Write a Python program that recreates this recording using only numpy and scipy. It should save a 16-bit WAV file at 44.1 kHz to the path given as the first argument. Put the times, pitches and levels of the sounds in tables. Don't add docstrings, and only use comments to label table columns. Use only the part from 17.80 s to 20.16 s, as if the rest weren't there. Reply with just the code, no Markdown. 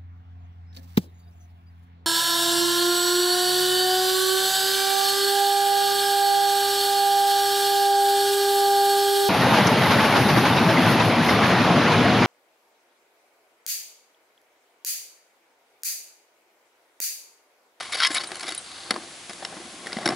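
import sys
import numpy as np
from scipy import signal
from scipy.fft import rfft, irfft, next_fast_len
from scipy.io import wavfile

SR = 44100
rng = np.random.default_rng(int(sys.argv[2]) if len(sys.argv) > 2 else 0)


def persist_wave(psi):
    counts = np.round(np.clip(psi, -1, 1) * 32767).astype(np.int16)
    wavfile.write(sys.argv[1], SR, np.atleast_2d(counts).T)


N = 103943
T = np.arange(N) / SR
AGE = T[:8192]

# f/Hz, level/dB
HISS_SPECTRUM = [(20, -26), (40, -30), (80, -11), (160, -13), (330, -10.5), (480, -10.5), (740, -15),
                 (1300, -12.5), (3400, -9), (5200, -12.5), (6500, -12), (11000, -13), (14000, -39)]
# f/Hz, level/dB
HISS_SIDE_SPECTRUM = [(30, -3), (70, -12), (150, -21), (1000, -2), (9000, -8)]
HISS_DB = -44.5

# t/s, level/dB
RUSTLE_LEVEL = [(0, -33.5), (.09, -45.5), (.2, -38.5), (.42, -40), (.49, -58), (.65, -43.5), (.76, -44),
                (.84, -67), (.96, -45), (1.06, -50), (1.25, -53.5), (1.98, -50), (2.12, -44.5), (2.35, -43)]
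# t/s, level/dB
CHURN_LEVEL = [(0, -45), (.4, -44), (.7, -47), (.82, -52.5), (1.03, -49.5), (1.16, -43.5), (1.3, -54.5),
               (1.47, -55.5), (1.75, -47.5), (1.92, -55.5), (2.02, -51), (2.2, -43.5), (2.31, -36),
               (2.36, -49)]
# t/s, level/dB
BOOM_LEVEL = [(0, -41), (.22, -35), (.35, -6), (.7, -10), (.95, -9), (1.12, 4), (1.5, 6), (2.3, 9.5)]
# t/s, level/dB
FIZZ_LEVEL = [(.7, -56), (.86, -49), (.94, -47.5), (1.06, -46.5), (1.13, -48), (1.3, -58)]
RUSTLE_PER_S, CHURN_PER_S, FIZZ_PER_S = 1000, 900, 400
BOOM_HZ = 410

# f/Hz, level/dB
STEEL_SPECTRUM = [(300, -41), (800, -4.5), (1200, 3.5), (2200, 3.5), (2650, -1.5), (3700, 3.5), (5400, 2.5),
                  (6500, -16), (11000, -11)]
RASP_SPECTRUM = [(1000, -88), (5000, -20), (6200, 2.5), (7600, 13.5), (8700, 4.5), (9700, 8.5),
                 (10800, 12.5), (12000, -15)]
POT_SPECTRUM = [(30, -36), (90, -16.5), (160, -3.5), (300, -0.5), (460, -3.5), (750, -1), (1150, -4.5),
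                (1600, -1), (2400, -8.5), (6000, -20)]
FIZZ_SPECTRUM = [(400, -24), (750, -18), (1100, 3), (1800, -11), (2600, -24), (3200, -2), (3850, 4),
                 (4700, 8), (5200, -1), (6500, -46)]
FLAT_SPECTRUM = [(1, 0), (SR, 0)]

# f/Hz, level/dB, t60/s
STEEL_MODES = [(1073, 4.5, 0.24), (1370, 6.5, 0.041), (1453, -7.5, 0.21), (1695, -6, 0.21),
               (2040, 10, 0.057), (2226, 12, 0.023), (2585, 3, 0.049), (2945, 13.5, 0.055),
               (3264, 9.5, 0.042), (3750, 12, .025), (4070, -1.5, 0.04), (4000, -7.5, 0.041),
               (4460, 6.5, 0.063), (4880, 5, 0.036), (5120, -36, 0.041)]
POT_MODES = [(257, -20.5, 0.31), (345, -2.5, 0.11), (504, -16.5, 0.057), (635, -7, 0.069), (765, 5, 0.044),
             (724, 6, 0.017), (1050, 1, 0.13), (1130, 4.5, 0.031)]
LINK_MODES = [(3140, -24, .12), (3900, -8.5, 0.049), (8320, -25, 0.62), (9550, -2, 0.049)]
STEEL_RING_DB, POT_RING_DB = -13, -15.5
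ECHO_DB, ECHO_T60_S, POT_ECHO_DB, POT_ECHO_T60_S = -9.5, 0.038, -12.5, 0.18

# t/s, length/s, steel level/dB, bright rasp level/dB, pot level/dB,
# rubbed part f/Hz
SCRAPES = [(.003, 0.0087, -37.5, -48, -31, 1350), (0.025, 0.0084, -37, -47, -46, 1700),
           (0.053, .008, -46, -47, -67, 4900), (0.1208, 0.0085, -29, -34.5, -44, 2190),
           (0.131, 0.0067, -26.5, -44, -41, 3650), (0.142, 0.018, -28.5, -39.5, -31, 4660),
           (0.168, 0.036, -32.5, -44, -37.5, 4500), (0.201, 0.018, -24, -48, -64, 1560),
           (0.22, 0.014, -21, -49, -48, 1380), (0.233, .026, -21, -55, -41, 3230),
           (0.262, 0.013, -21, -32.5, -38, 5130), (0.304, 0.014, -33, -40, -35, 1720),
           (0.317, 0.029, -45, -38.5, -44, 3900), (.3448, 0.0057, -26.5, -24.5, -46, 3900),
           (0.3535, 0.028, -25.5, -38, -36.5, 2257), (.397, 0.022, -35, -49, -41.5, 4380),
           (.435, 0.01, -33.5, -42, -35, 4580), (0.543, 0.0043, -39, -46, -66, 4260),
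           (0.567, 0.0038, -38, -39.5, -55, 4200), (0.606, .009, -35, -42, -52, 4290),
           (0.627, 0.0064, -47, -41, -38, 3630), (0.635, 0.01, -46, -56, -35.5, 1050),
           (0.665, 0.01, -35.5, -49, -43, 4670), (0.678, 0.0168, -31.5, -38, -36.5, 3750),
           (0.703, 0.012, -37.5, -42.5, -41, 4540), (.721, 0.0027, -30, -32, -40, 4460),
           (1.5, 0.0114, -45.5, -57, -40, 1190), (1.625, 0.007, -50, -64, -37, 1400),
           (2.256, 0.011, -28.5, -36, -29, 1610), (2.301, 0.0076, -38, -59, -31, 2050),
           (2.319, 0.019, -65, -60, -36, 1360)]
SLIPS_PER_S, SLIP_SPREAD_DB = 4500, 3.5
SCRAPE_EDGE_S = 0.0011
RUBBED_PART_DB, RUBBED_PART_T60_S = -5.5, 0.039

# t/s, steel level/dB, bright tick level/dB, pot level/dB, struck part f/Hz,
# struck part level/dB
KNOCKS = [(.2337, 5, -26, -32, 3160, 1.5), (.2483, 8, -16, -33, 4450, -24),
          (.3822, -9, -23, -17, 3810, -0.5), (.408, -11, -33, -36, 4540, -13),
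          (.5074, -24, -43, -15, 1790, -28), (.5178, -9.5, -24, -6, 790, -32.5),
          (.5552, -8.5, -17.5, -28, 3030, -13.5), (.5956, -12.5, -16.5, -41, 4600, -29),
          (.6312, -8, -31, -33, 3700, -30), (.6597, -21, -18, -18, 3700, -28),
          (.7475, -13, -11.5, -33, 10800, -8.5), (.9155, -17, -24, -38, 3940, -19.5),
          (1.107, 4.5, -6.5, -10, 4410, 0.5), (1.1083, 1.5, -15, -2, 1310, -8),
          (1.1095, -1, -26, -27, 790, -4), (1.141, -12, -36, -14, 4500, -14),
          (1.162, -16, -31, -8.5, 1080, -8), (1.236, -25, -40, -23, 800, -28),
          (1.4955, -14.5, -18, -15, 5070, -14), (1.5325, -17, -19, -36, 3770, -20),
          (1.6235, -35, -44, -17, 764, -20), (1.649, -7.5, -14.5, -24, 5320, -7.5),
          (1.6502, -7, -20, -34, 2920, -11.5), (1.7255, -37, -41, -19.5, 740, -17),
          (1.769, -23, -37, -16, 1810, -31), (2.061, -15, -32, -17, 2000, -19),
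          (2.0697, -9, -19, -15, 1870, -11), (2.098, -24, -34, -24, 1340, -20),
          (2.121, -12, -36, -31, 2030, -11.5), (2.1293, -4.5, -32, -14, 5030, -14),
          (2.169, -10.5, -41, -11.5, 2000, -11), (2.186, -13, -39, -17, 760, -10),
          (2.211, -22, -28, -28, 4740, -20), (2.229, -23, -26, -31, 2000, -15),
          (2.2575, 0.5, -12, -22, 5500, 0), (2.2609, -13, -22, -2.5, 1630, -11.5),
          (2.2755, 1, -12, -10.5, 3670, -27), (2.289, -5.5, -12, 0, 5280, 1)]
CHATTER_PEAK_S, CHATTER_DB = 0.00099, -7
PART_T60_S, PART_RISE_S = 0.01, 0.002
SHUDDER_DB, SHUDDER_T60_S = -2, 0.062

# t/s, level/dB, starting f/Hz
GLUGS = [(.303, -17, 300), (0.358, -40, 332), (.515, -20, 356), (0.647, -24.5, 345), (0.72, -23.5, 340),
         (1.176, -22.5, 317), (1.634, -37, 340), (1.773, -30, 298), (1.799, -26, 345), (1.85, -27, 241),
         (1.941, -29.5, 296), (2.166, -14.5, 218), (2.262, -17, 300), (2.289, -17, 230), (2.304, -19, 331)]
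GLUG_T60_S, GLUG_RISE_S = 0.043, 0.0061
GLUG_GLIDE_PER_S = 2.05

# t/s, level/dB
PINGS = [(0.4728, -27.5), (0.778, -20)]

STEEL_PAN_DB, POT_PAN_DB, HISS_PAN_DB, PART_PAN_DB, EDGE_PAN_DB = 0.9, 0.6, 0.55, 1.3, 0.6
CUTOFF_HZ = 11000


def from_db(db):
    return 10 ** (np.asarray(db) / 20)


def unit(x):
    return x / np.sqrt(np.sum(x ** 2, axis=-1, keepdims=True) + 1e-20)


def pan(db):
    return from_db([[db], [-db]])


def add(out, start_s, x):
    i = max(int(start_s * SR), 0)
    out[i:i + len(x)] += x[:N - i]


def level(curve):
    return from_db(np.interp(T, *np.transpose(curve)))


def colour(x, spectrum):
    size = next_fast_len(2 * x.shape[-1], real=True)
    size += size % 2
    hz, db = np.transpose(spectrum)
    log_bins = np.log(np.fft.rfftfreq(size, 1 / SR) + 1)
    magnitude = from_db(np.interp(log_bins, np.log(hz), db))
    cepstrum = irfft(np.log(magnitude))
    cepstrum[1:size // 2] *= 2
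    cepstrum[size // 2 + 1:] = 0
    response = np.exp(rfft(cepstrum))
    return irfft(rfft(x, size) * response)[..., :x.shape[-1]]


def dying(t60):
    return np.exp(-np.log(1000) * AGE / t60)


def ringing(modes):
    return sum(from_db(db) * dying(t60) * np.cos(2 * np.pi * hz * AGE) for hz, db, t60 in modes)


def contact(spectrum, echo_db, echo_t60, ring=0):
    noise = rng.standard_normal((2, len(AGE)))
    echoes = from_db(echo_db) * unit(noise * dying(echo_t60))
    click = AGE == 0
    return unit(colour(click + ring + echoes, spectrum))


def play(force, response):
    return signal.fftconvolve(force[None], response, axes=-1)[:, :N]


def slips(per_s, spread_db):
    sizes = from_db(spread_db * np.minimum(rng.exponential(1, N), 3))
    signs = rng.choice([-1, 1], N)
    happens = rng.random(N) < per_s / SR
    return unit(sizes * signs * happens) * np.sqrt(N)


def hiss():
    mid, side = unit(colour(rng.standard_normal((2, N)), HISS_SPECTRUM)) * np.sqrt(N)
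    side = colour(side, HISS_SIDE_SPECTRUM)
    stereo = mid + side * [[1], [-1]]
    return from_db(HISS_DB) * stereo * pan(HISS_PAN_DB)


def steel(force):
    force = force + level(RUSTLE_LEVEL) * slips(RUSTLE_PER_S, spread_db=0.5)
    ring = from_db(STEEL_RING_DB) * unit(ringing(STEEL_MODES))
    return play(force, contact(STEEL_SPECTRUM, ECHO_DB, ECHO_T60_S, ring))


def pot(force):
    force = force + level(CHURN_LEVEL) * slips(CHURN_PER_S, spread_db=1.5)
    high_pass = signal.butter(2, BOOM_HZ, "high", fs=SR, output="sos")
    low_pass = signal.butter(2, BOOM_HZ, "low", fs=SR, output="sos")
    thin = signal.sosfilt(high_pass, force)
    bass = signal.sosfilt(low_pass, force)
    ring = from_db(POT_RING_DB) * unit(ringing(POT_MODES))
    response = contact(POT_SPECTRUM, POT_ECHO_DB, POT_ECHO_T60_S, ring)
    return play(thin - level(BOOM_LEVEL) * bass, response)


def fizz():
    bursts = level(FIZZ_LEVEL) * slips(FIZZ_PER_S, spread_db=1.5)
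    return play(bursts, contact(FIZZ_SPECTRUM, ECHO_DB, ECHO_T60_S))


def scrapes():
    forces, parts = np.zeros((3, N)), np.zeros(N)
    grain = slips(SLIPS_PER_S, SLIP_SPREAD_DB)
    for start, length, steel_db, rasp_db, pot_db, hz in SCRAPES:
        rise = np.minimum(AGE / SCRAPE_EDGE_S, 1)
        fall = np.exp(-np.maximum(AGE - length, 0) / SCRAPE_EDGE_S)
        local_grain = np.roll(grain, -int(start * SR))[:len(AGE)]
        run = unit(local_grain * rise * fall)
        size = np.sqrt(length * SR)
        for force, db in zip(forces, (steel_db, rasp_db, pot_db)):
            add(force, start, from_db(db) * size * run)
        ring = unit(signal.fftconvolve(run, ringing([(hz, 0, RUBBED_PART_T60_S)])))
        add(parts, start, from_db(steel_db + RUBBED_PART_DB) * size * ring)
    return forces, parts


def knocks():
    forces, parts = np.zeros((3, N)), np.zeros(N)
    click = 1.0 * (AGE == 0)
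    swell = AGE / CHATTER_PEAK_S * np.exp(1 - AGE / CHATTER_PEAK_S)
    for start, steel_db, tick_db, pot_db, hz, part_db in KNOCKS:
        chatter = from_db(CHATTER_DB) * rng.standard_normal(len(AGE)) * swell
        blow = unit(click + chatter)
        add(forces[0], start, from_db(steel_db) * blow)
        add(forces[1], start, from_db(tick_db) * blow)
        shudder = unit(rng.standard_normal(len(AGE)) * dying(SHUDDER_T60_S))
        thump = unit(click + from_db(SHUDDER_DB) * shudder)
        add(forces[2], start, from_db(pot_db) * thump)
        ring = ringing([(hz, 0, PART_T60_S)]) * (1 - np.exp(-AGE / PART_RISE_S))
        add(parts, start, from_db(part_db) * unit(ring))
    return forces, parts


def glugs():
    out = np.zeros(N)
    for start, db, hz in GLUGS:
        phase = 2 * np.pi * hz * (AGE + GLUG_GLIDE_PER_S * AGE ** 2 / 2)
        envelope = dying(GLUG_T60_S) * (1 - np.exp(-AGE / GLUG_RISE_S))
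        add(out, start, from_db(db) * np.sin(phase) * envelope)
    return out


def pings():
    out = np.zeros(N)
    for start, db in PINGS:
        add(out, start, from_db(db) * ringing(LINK_MODES))
    return out


def scene():
    blows, struck = knocks()
    runs, rubbed = scrapes()
    on_steel, on_edges, on_pot = blows + runs
    parts = play(struck + rubbed, contact(FLAT_SPECTRUM, ECHO_DB, ECHO_T60_S))
    bright = play(on_edges, contact(RASP_SPECTRUM, ECHO_DB, ECHO_T60_S)) + pings()
    wet = pot(on_pot) + glugs() + fizz()
    metal = steel(on_steel) * pan(STEEL_PAN_DB) + parts * pan(PART_PAN_DB) + bright * pan(EDGE_PAN_DB)
    return metal + wet * pan(POT_PAN_DB) + hiss()


def record(dry):
    low_pass = signal.ellip(9, 0.3, 62, CUTOFF_HZ, fs=SR, output="sos")
    return signal.sosfilt(low_pass, dry)


dry = scene()
out = record(dry)
persist_wave(out)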